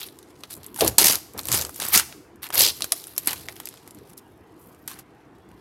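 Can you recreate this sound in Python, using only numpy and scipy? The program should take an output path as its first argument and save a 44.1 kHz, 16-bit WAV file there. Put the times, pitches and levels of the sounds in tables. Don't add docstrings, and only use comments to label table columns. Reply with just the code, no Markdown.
import sys
import numpy as np
from scipy import signal
from scipy.fft import rfft, irfft
from scipy.io import wavfile
from scipy.ndimage import uniform_filter1d

SR = 44100
rng = np.random.default_rng(int(sys.argv[2]) if len(sys.argv) > 2 else 0)


def transcribe(signal):
    frames = np.atleast_2d(signal).T
    limited = np.clip(frames, -1, 1)
    pcm = np.round(limited * 32767).astype(np.int16)
    wavfile.write(sys.argv[1], SR, pcm)


def level_to_linear(level):
    exponent = np.asarray(level, float) / 20
    return 10 ** exponent


N = 247048

# (t/s, level above 9.5 kHz/dB, then relative to it:
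# 6-9.5 kHz level/dB, 2.8-6 kHz level/dB, 0.7-2.8 kHz level/dB; ring of the air wedge under the film f/Hz)
RIPS = [
    [(0.0, -45.5, -1, -4, -10, 3880), (0.026, -40.5, -15, 9, -12, 3870), (0.098, -53.5, -3, -17, -14, 4010),
     (0.11, -63, -3, 6, 0, 4080)],
    [(0.5, -58.5, -5, -2, -7, 4460), (0.506, -47, -3, 1, -2, 4460), (0.536, -39, -2, -5.5, -17, 4360),
     (0.56, -53.5, -2.5, -4.5, -7, 4320)],
    [(0.755, -51, -4, -12, -6.5, 3800), (0.813, -24.5, -3, -4, -11, 3900),
     (0.827, -32, -10.5, -0.5, 1.5, 3830), (0.875, -30.5, -4.5, -0.5, -13, 4550),
     (0.93, -56.5, -6.5, -5, -1.5, 4650)],
    [(0.982, -21.5, -3, 2.5, -6, 4400), (1.074, -18, 3.5, -1.5, -9.5, 4800),
     (1.16, -30.5, -1.5, -3.5, -6, 5010), (1.162, -40.5, -1.5, -4, -2, 4990), (1.19, -46, -5, -6, -8, 5010)],
    [(1.375, -47.5, -3, -17, -1.5, 4800), (1.391, -32, -11.5, -9, 1.5, 4760),
     (1.419, -55.5, -1, -3, -2, 4710), (1.451, -48, -5.5, -4, -8, 4420), (1.545, -26, 6, -1, -3.5, 5170),
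     (1.619, -36.5, 0.5, -3.5, -5, 4700), (1.7, -52, -8, -10, -8, 5270)],
    [(1.795, -45.5, -12, -8.5, 2.5, 4350), (1.813, -37, 4, 4, -1, 4300), (1.917, -35, -9, -7, -4.5, 5200),
     (1.945, -14, -2, -3, -4, 5460), (1.993, -26.5, 0.5, 2, -3, 5400), (2.035, -42.5, -18.5, -6, 3.5, 4340)],
    [(2.42, -42, -8.5, -9.5, -8, 4140), (2.434, -33, -17.5, -2, -10, 4110), (2.464, -45, -6, -1.5, 4, 4040),
     (2.48, -52, -6, 7, 0, 4030)],
    [(2.525, -41, -6.5, 5.5, -7, 4760), (2.535, -30.5, -10, -8.5, -2.5, 4840),
     (2.605, -16.5, -3, 0, -14, 4850), (2.695, -31.5, 2, 9.5, -8, 5030), (2.715, -44, -7, 2, -3, 4780)],
    [(3.272, -23.5, -13, -1.5, -8.5, 4220), (3.302, -36, -3, -1, 0.5, 4280), (3.338, -39, -4, 2, 3.5, 4520),
     (3.35, -51, 0, -11, -7, 4500)],
    [(4.045, -72, -3, -3, 6, 5420), (4.049, -63, -1, 0, -5, 5280), (4.131, -58.5, -7, -9, -5, 5300),
     (4.14, -63, 4, -3, -2, 5500)],
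    [(4.17, -46, -6, -11, -28, 5470), (4.184, -45, 0, -6, -31, 5490), (4.194, -54, -5, -9, -7, 5500),
     (4.2, -63, -2, -7, -5, 5500)],
    [(4.59, -66.5, -6, -16.5, -9, 4430), (4.6, -57.5, -5.5, -19, -14, 4700),
     (4.662, -57.5, -9, -18, -11, 4460), (4.762, -69.5, -1, -5, -4, 5200), (4.78, -72.5, -7, -4, 6, 4370)],
    [(4.878, -36, -8, -1, 0.5, 4270), (4.892, -46, -1, -4, -0.5, 4260), (4.972, -63.5, -6, 0, 7, 4270),
     (4.992, -46, -1.5, -7, 2, 5200), (5.03, -72.5, -2, 5, 6, 5040)],
]
# (t/s, level above 9.5 kHz/dB, 6-9.5 kHz level/dB,
# 2.8-6 kHz level/dB)
RUSTLES = [
    [(0.11, -64.5, -73, -70), (0.23, -71.5, -66, -67), (0.5, -65, -63, -63)],
    [(0.56, -65.5, -72, -70), (0.656, -61, -79, -52.5), (0.755, -61, -80, -72)],
    [(1.7, -51.5, -59, -62), (1.795, -46, -49, -50)],
    [(2.715, -50, -43, -55), (2.861, -50, -63, -55), (3.003, -48, -47.5, -53.5), (3.167, -51, -67, -56),
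     (3.272, -43, -49, -48)],
    [(3.35, -50, -50, -49), (3.564, -53.5, -62, -58), (3.716, -63.5, -57, -55), (3.918, -67.5, -67, -68),
     (4.045, -67, -73, -66)],
    [(4.2, -72.5, -75, -82), (4.43, -75, -80, -78.5), (4.59, -74.5, -74, -73.5)],
    [(4.78, -66.5, -76, -73), (4.826, -66.5, -75, -75), (4.878, -67.5, -72, -71)],
    [(5.03, -83.5, -81.5, -78), (5.32, -80.5, -81, -80.5), (5.6, -73.5, -76.5, -70)],
]


def peel():
    rustles = [[(s, top, treble - top, upper - top, upper - top - 6, 4500)
                for s, top, treble, upper in rows] for rows in RUSTLES]
    in_order = sorted(RIPS + rustles, key=lambda rows: rows[0][0])
    gate, top_db, *shares_db, wedge_hz = played(in_order)
    regions_db = top_db + np.array(shares_db[::-1] + [0 * top_db])
    hz = np.geomspace(800, 15200, num=19)
    levels_db, colour = film_colour(hz, regions_db)
    slide = np.clip(-.03 * (top_db + 37.5), 0, 2) + 0.41
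    whole_line = evened(slips(330, 4.5, 1.0))
    gusts_db = 2.9 * drift(size=350)
    out = np.zeros(N)
    for f, width, db, gain in zip(hz, np.gradient(hz), levels_db, colour):
        patch = evened(slips(250, 4., 1.3))
        drive = (whole_line + .7 * patch + slide) * rng.standard_normal(N)
        band = bandpassed(drive, f - .5 * width, f + .5 * width)
        wedge_db = sum(3.5 / (1 + ((f / k - wedge_hz) / 500) ** 2) for k in (1, 2.65)) - 2.5
        patch_db = 2.13 * drift(size=600) + gusts_db * (top_db < -42)
        out += steadied(band, size=900) * level_to_linear(db + wedge_db + patch_db) * gain
    return gate * out


# (t/s, peak level/dB, 2.8-6 kHz share level/dB,
# 0.7-2.8 kHz share level/dB, own ring f/Hz)
SNAPS = [(0.0149, -25, -2, -3, 3350), (0.0298, -21, -1, -6, 13500), (0.0655, -36, -6, -14, 3730),
         (0.0866, -32.5, 0, -16, 3880), (0.188, -32, -11, -18, 3590), (0.2279, -37, -7, -21, 3650),
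         (0.4354, -26, -1, -3, 3970), (0.5078, -28.5, -9.5, -16, 8210), (0.5514, -35, -25, -26, 11900),
         (0.5656, -34, -21, -26, 13000), (0.5764, -39, -24, -21, 12100), (0.632, -35, -12, -24, 3640),
         (0.6434, -33, -7, -23, 13000), (0.664, -24, -22.5, -32.5, 11600), (0.7439, -28, -2.5, -18, 12200),
         (0.7612, -24.5, -10.5, -8.5, 12300), (0.7976, -19, -14, -22, 8670),
         (0.8082, -3, -2.5, -18.5, 3330), (0.8475, -8.5, -23, -15, 12700), (0.8774, -3, -8, -20.5, 12400),
         (0.9827, 9, -13, -19.5, 4310), (1.1551, -7, -2.5, -24, 11000), (1.3356, -34, -14, -11, 11500),
         (1.3775, -23, -3.5, -21, 12500), (1.3917, -17.5, -5, -13.5, 4080), (1.4115, -28, -23, -28, 7470),
         (1.4331, -26.5, -7.5, -33, 7820), (1.4545, -17.5, -5, -22.5, 13300),
         (1.4706, -20, -17, -14, 12500), (1.4855, -10.5, -11, -10.5, 3900), (1.5171, -7.5, -8, -7.5, 7280),
         (1.5264, -6.5, -5.5, -18, 11400), (1.5453, -8.5, -11, -22, 8270), (1.6122, -12.5, -3, -39.5, 6520),
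         (1.6207, -14, -10, -4, 6790), (1.6496, -16.5, -4, -6.5, 7770), (1.6933, -25, -11, 1.5, 11400),
         (1.7439, -30.5, -18, -23, 7430), (1.761, -24, -19, -22, 12800), (1.8003, -15, -8, -8.5, 1870),
         (1.8213, -13.5, -7.5, -7.5, 3630), (1.8512, -15, -12, -3.5, 11200),
         (1.8851, -14, -23, -24.5, 12500), (1.94, -5, -12, -12, 11500), (1.9596, -4, -14, -26, 6270),
         (1.9756, 1, -12.5, -22, 6800), (1.9969, -5, -3.5, -1.5, 9150), (2.1252, -28.5, 0, -4, 1630),
         (2.3585, -44, -18, -3, 1550), (2.4345, -25.5, -9, -16.5, 10200), (2.4668, -28, -10, -9, 2590),
         (2.4887, -29.5, -15, -5, 12700), (2.5034, -20.5, -9, 4.5, 3220), (2.5438, -8, -13, -17, 12400),
         (2.548, -12.5, -15, 1.5, 11700), (2.581, -12.5, -23, -30.5, 11600),
         (2.593, -4.5, -28.5, -29, 11400), (2.6163, -2, -7, -22, 12000), (2.6482, -7, 3, -25, 5050),
         (2.6632, -11, -10, -20, 5170), (2.695, -18, 1, -25, 5190), (2.7034, -17.5, 4, -26, 5300),
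         (2.807, -18.5, -10, -2.5, 4450), (2.821, -7, 4, -28, 10200), (2.8427, -13.5, -14, -6, 4370),
         (2.9208, -2, -4.5, -16, 10300), (3.04, -26.5, -8, -20, 3800), (3.0697, -24.5, -33, -5, 10200),
         (3.164, -25, -13, -10, 5330), (3.1792, -7, -8, -14.5, 12300), (3.2593, -23, -19, -28, 11600),
         (3.273, -2.5, -16, -18, 11800), (3.3077, -18, -8, -17, 1640), (3.3312, -13.5, -8, 0, 12400),
         (3.4855, -18.5, -2.5, 1, 2040), (3.5648, -29.5, -6, -7.5, 2860), (3.6007, -21, -6, 0.5, 12800),
         (3.6555, -19.5, -4.5, -28, 13100), (3.672, -22.5, -5, -9, 2570), (3.688, -22.5, -7, -22, 11600),
         (3.7403, -32, -13, 5, 11800), (3.876, -31.5, -7, -2, 12300), (3.908, -32, -9, -25, 10400),
         (3.947, -35, -13, -6, 11900), (3.987, -41, -9, -6, 1880), (4.7468, -44, -11, -11, 1780),
         (4.8768, -19, -19, -9, 8780), (4.927, -41, -14, -12, 1700), (4.9891, -32, -10, -4.5, 12200),
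         (5.384, -54, -18, -2, 1524), (5.4886, -47, -14, -9, 1680), (5.515, -45, -5, -3.5, 2550)]


def snaps():
    out, t, hz = np.zeros(N), np.arange(1024) / SR, np.fft.rfftfreq(1024, 1 / SR)
    onset = 1 - np.exp(-t / 0.00045)
    shape = onset * (np.exp(-t / 0.00086) + .1 * np.exp(-t / 0.01))
    noises = rng.standard_normal((len(SNAPS), 1024))
    for (s, db, upper_db, mid_db, ring_hz), noise in zip(SNAPS, noises):
        top_db = 10 * np.log10(max(1 - level_to_linear(upper_db) ** 2, .1) / 2)
        levels_db, colour = film_colour(hz, np.array([mid_db, upper_db, top_db, top_db]))
        ring = 1 + 1.9 / np.sqrt(1 + ((hz - ring_hz) / (0.051 * ring_hz)) ** 2)
        crack = shape * irfft(rfft(noise) * level_to_linear(levels_db) * colour * ring)
        add(out, s, level_to_linear(db + 1) * crack / abs(crack).max())
    return out


# (f/Hz, level per Hz/dB)
FILM = [(350, -46), (600, -3.5), (2000, -2.5), (4300, -2), (7280, -4.5), (12700, -2.5), (15600, -15),
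        (16500, -43.5)]
EDGES_HZ = np.array([700, 2800, 6000, 9500, 16500])


def film_colour(hz, shares_db):
    region = np.clip(np.searchsorted(EDGES_HZ, hz) - 1, 0, 3)
    power = level_to_linear(read(FILM, hz)) ** 2 * np.gradient(hz)
    own_db = 10 * np.log10(np.bincount(region, power))
    middles = np.log(EDGES_HZ[1:] * EDGES_HZ[:-1]) / 2
    blend = np.array([np.interp(np.log(hz + 1), middles, row) for row in np.eye(4)]).T
    return blend @ shares_db, level_to_linear(read(FILM, hz) - blend @ own_db) * np.sqrt(np.gradient(hz))


# (t/s, level/dB, drum pitch f/Hz, share of pushed air level/dB)
FLAPS = [
    [(0.56, -55, 323, -2), (0.566, -51.5, 323.5, 2.5), (0.64, -60, 325, 2.5)],
    [(0.8, -40, 497, -5.5), (0.822, -21, 497, -17), (0.884, -32, 484, 0.5), (0.96, -50.5, 447, 2.5)],
    [(0.98, -29, 389, -17), (1.046, -29, 345, -16.5), (1.16, -38.5, 228, -12), (1.22, -69, 212, 7)],
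    [(1.34, -51, 371, -4), (1.35, -40, 376, -6.5), (1.442, -50.5, 302, -3), (1.532, -33.5, 305, 1),
     (1.7, -48.5, 406, -5)],
    [(1.79, -42, 268, -14), (1.918, -47.5, 318, -1), (1.964, -35, 324, -6.5), (2.05, -56, 347, 4.5)],
    [(2.53, -45, 506, -8.5), (2.602, -31, 487, -11), (2.716, -44, 436, -7), (2.74, -73, 426, 12)],
    [(3.26, -56, 307, -13), (3.276, -38.5, 305, -13), (3.378, -58, 331, 6), (3.53, -53.5, 357, -2)],
]


def flap():
    gate, db, hz, puff_db = played(FLAPS)
    beats = (evened(slips(90, 3., 9.0)) + .4) * rng.standard_normal(N)
    turn, r = np.exp(2j * np.pi * np.cumsum(hz) / SR), np.exp(-np.pi * 200 / SR)
    ring = evened((turn * signal.lfilter([1 - r], [1, -r], beats / turn)).real)
    skin = evened(bandpassed(beats, 140, 850))
    puff = bandpassed(rng.standard_normal(N), 60, 120)
    sheet = steadied(ring + 1.2 * skin, size=2000)
    pushed_air = level_to_linear(puff_db) * steadied(puff, size=2000)
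    return uniform_filter1d(gate, size=400) * level_to_linear(db) * (sheet + pushed_air)


# (t/s, peak level/dB, f/Hz)
THUDS = [(0.762, -36, 937), (0.788, -26, 850), (0.808, -15.5, 664), (0.821, -8.5, 433), (0.832, -11, 409),
         (0.841, -14, 366), (0.85, -21.5, 363), (0.862, -17.5, 334), (0.909, -35, 425), (0.983, -13.5, 934),
         (1.349, -31.5, 450), (1.959, -21, 250), (2.823, -35.5, 662), (2.926, -25, 689), (3.275, -28, 269),
         (3.487, -36, 670)]


def thuds():
    out, t = np.zeros(N), np.arange(2000) / SR
    onset = 1 - np.exp(-t / 0.00053)
    for s, db, hz in THUDS:
        turns = 2 * np.pi * hz * (t - 2.1 * t ** 2)
        modes = np.sin(turns) + 0.52 * np.sin(1.8 * turns)
        add(out, s, level_to_linear(db - 1.5 - 60 * t / .045) * onset * modes)
    return out


def slips(per_s, spread_db, ring_ms):
    size = level_to_linear(spread_db * np.minimum(rng.exponential(1, N), 4))
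    hits = size * (rng.random(N) < per_s / SR)
    return signal.lfilter([1], [1, -np.exp(-1000 / (ring_ms * SR))], hits)


def steadied(x, size):
    power = abs(uniform_filter1d(x ** 2, size=size))
    return x / np.sqrt(power + 1e-3 * np.mean(x ** 2))


def drift(size):
    once = uniform_filter1d(rng.standard_normal(N), size=size)
    return evened(uniform_filter1d(once, size=size))


def bandpassed(x, low_hz, high_hz):
    return signal.sosfilt(signal.butter(2, [low_hz, high_hz], "band", fs=SR, output="sos"), x)


def played(tables):
    s, *columns = np.concatenate(tables).T
    t = np.arange(N) / SR
    gate = sum((t >= rows[0][0]) & (t < rows[-1][0]) for rows in tables)
    return uniform_filter1d(np.minimum(gate, 1.), size=60), *(np.interp(t, s, c) for c in columns)


def read(points, hz):
    f, value = np.transpose(points)
    return np.interp(np.log(hz + 1), np.log(f + 1), value)


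def evened(x):
    return x / np.sqrt(np.mean(x ** 2) + 1e-20)


def add(mix, s, sound):
    part = mix[round(s * SR):][:len(sound)]
    part += sound[:len(part)]


# (f/Hz, fall by 60 dB t/s)
ROOM = [(300, 0.29), (1500, 0.55), (5000, .55), (12000, 0.47)]


def room(x):
    taps, at = np.zeros(SR), np.arange(300, SR - 20, 20)
    taps[at + rng.integers(0, 20, len(at))] = rng.choice([-1., 1.], len(at))
    hz, t, z = signal.stft(taps, SR, nperseg=256)
    fade = level_to_linear(-60 * t / read(ROOM, hz)[:, None])
    tail = signal.istft(z * fade, SR, nperseg=256)[1]
    return signal.fftconvolve(x, tail / np.linalg.norm(tail))[:N]


# (f/Hz, level per Hz/dB)
AIR = [(18, -54.5), (30, -9.5), (118, -1.5), (242, -6.5), (314, 0.5), (493, -7.5), (562, -16.5),
       (659, -10.5), (1000, -13.5), (3050, -28), (3970, -35), (12700, -47), (16500, -59.5)]


def air():
    frames, hz = N // 512 + 5, np.fft.rfftfreq(2048, 1 / SR)
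    a, b, patches = rng.standard_normal((frames, 1025, 3)).T
    patches = uniform_filter1d(patches, size=10, axis=0)
    patches = evened(uniform_filter1d(patches, size=6, axis=1))
    z = (a + 1j * b) * level_to_linear(read(AIR, hz)[:, None] + 2.6 * patches)
    hiss = signal.istft(z, nperseg=2048, noverlap=1536)[1][:N]
    return level_to_linear(-50.5) * evened(hiss)


def scene():
    film = peel() + snaps() + flap() + thuds()
    change_s = 5.032
    before_change = np.arange(N) < change_s * SR
    tail = level_to_linear(-20.5) * room(film) * before_change
    return (film + tail + air())[None]


def band_limit(x):
    return signal.sosfilt(signal.butter(12, 16990, fs=SR, output="sos"), x)


def record(dry):
    thinned = signal.sosfilt(signal.butter(4, 55, "high", fs=SR, output="sos"), dry)
    limited = np.tanh(thinned / .9) * .9
    band_edge = signal.firwin(255, 16000, window=("kaiser", 7), fs=SR)
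    mix = signal.oaconvolve(limited, band_edge[None], "same")
    return band_limit(mix)


dry = scene()
out = record(dry)
transcribe(out)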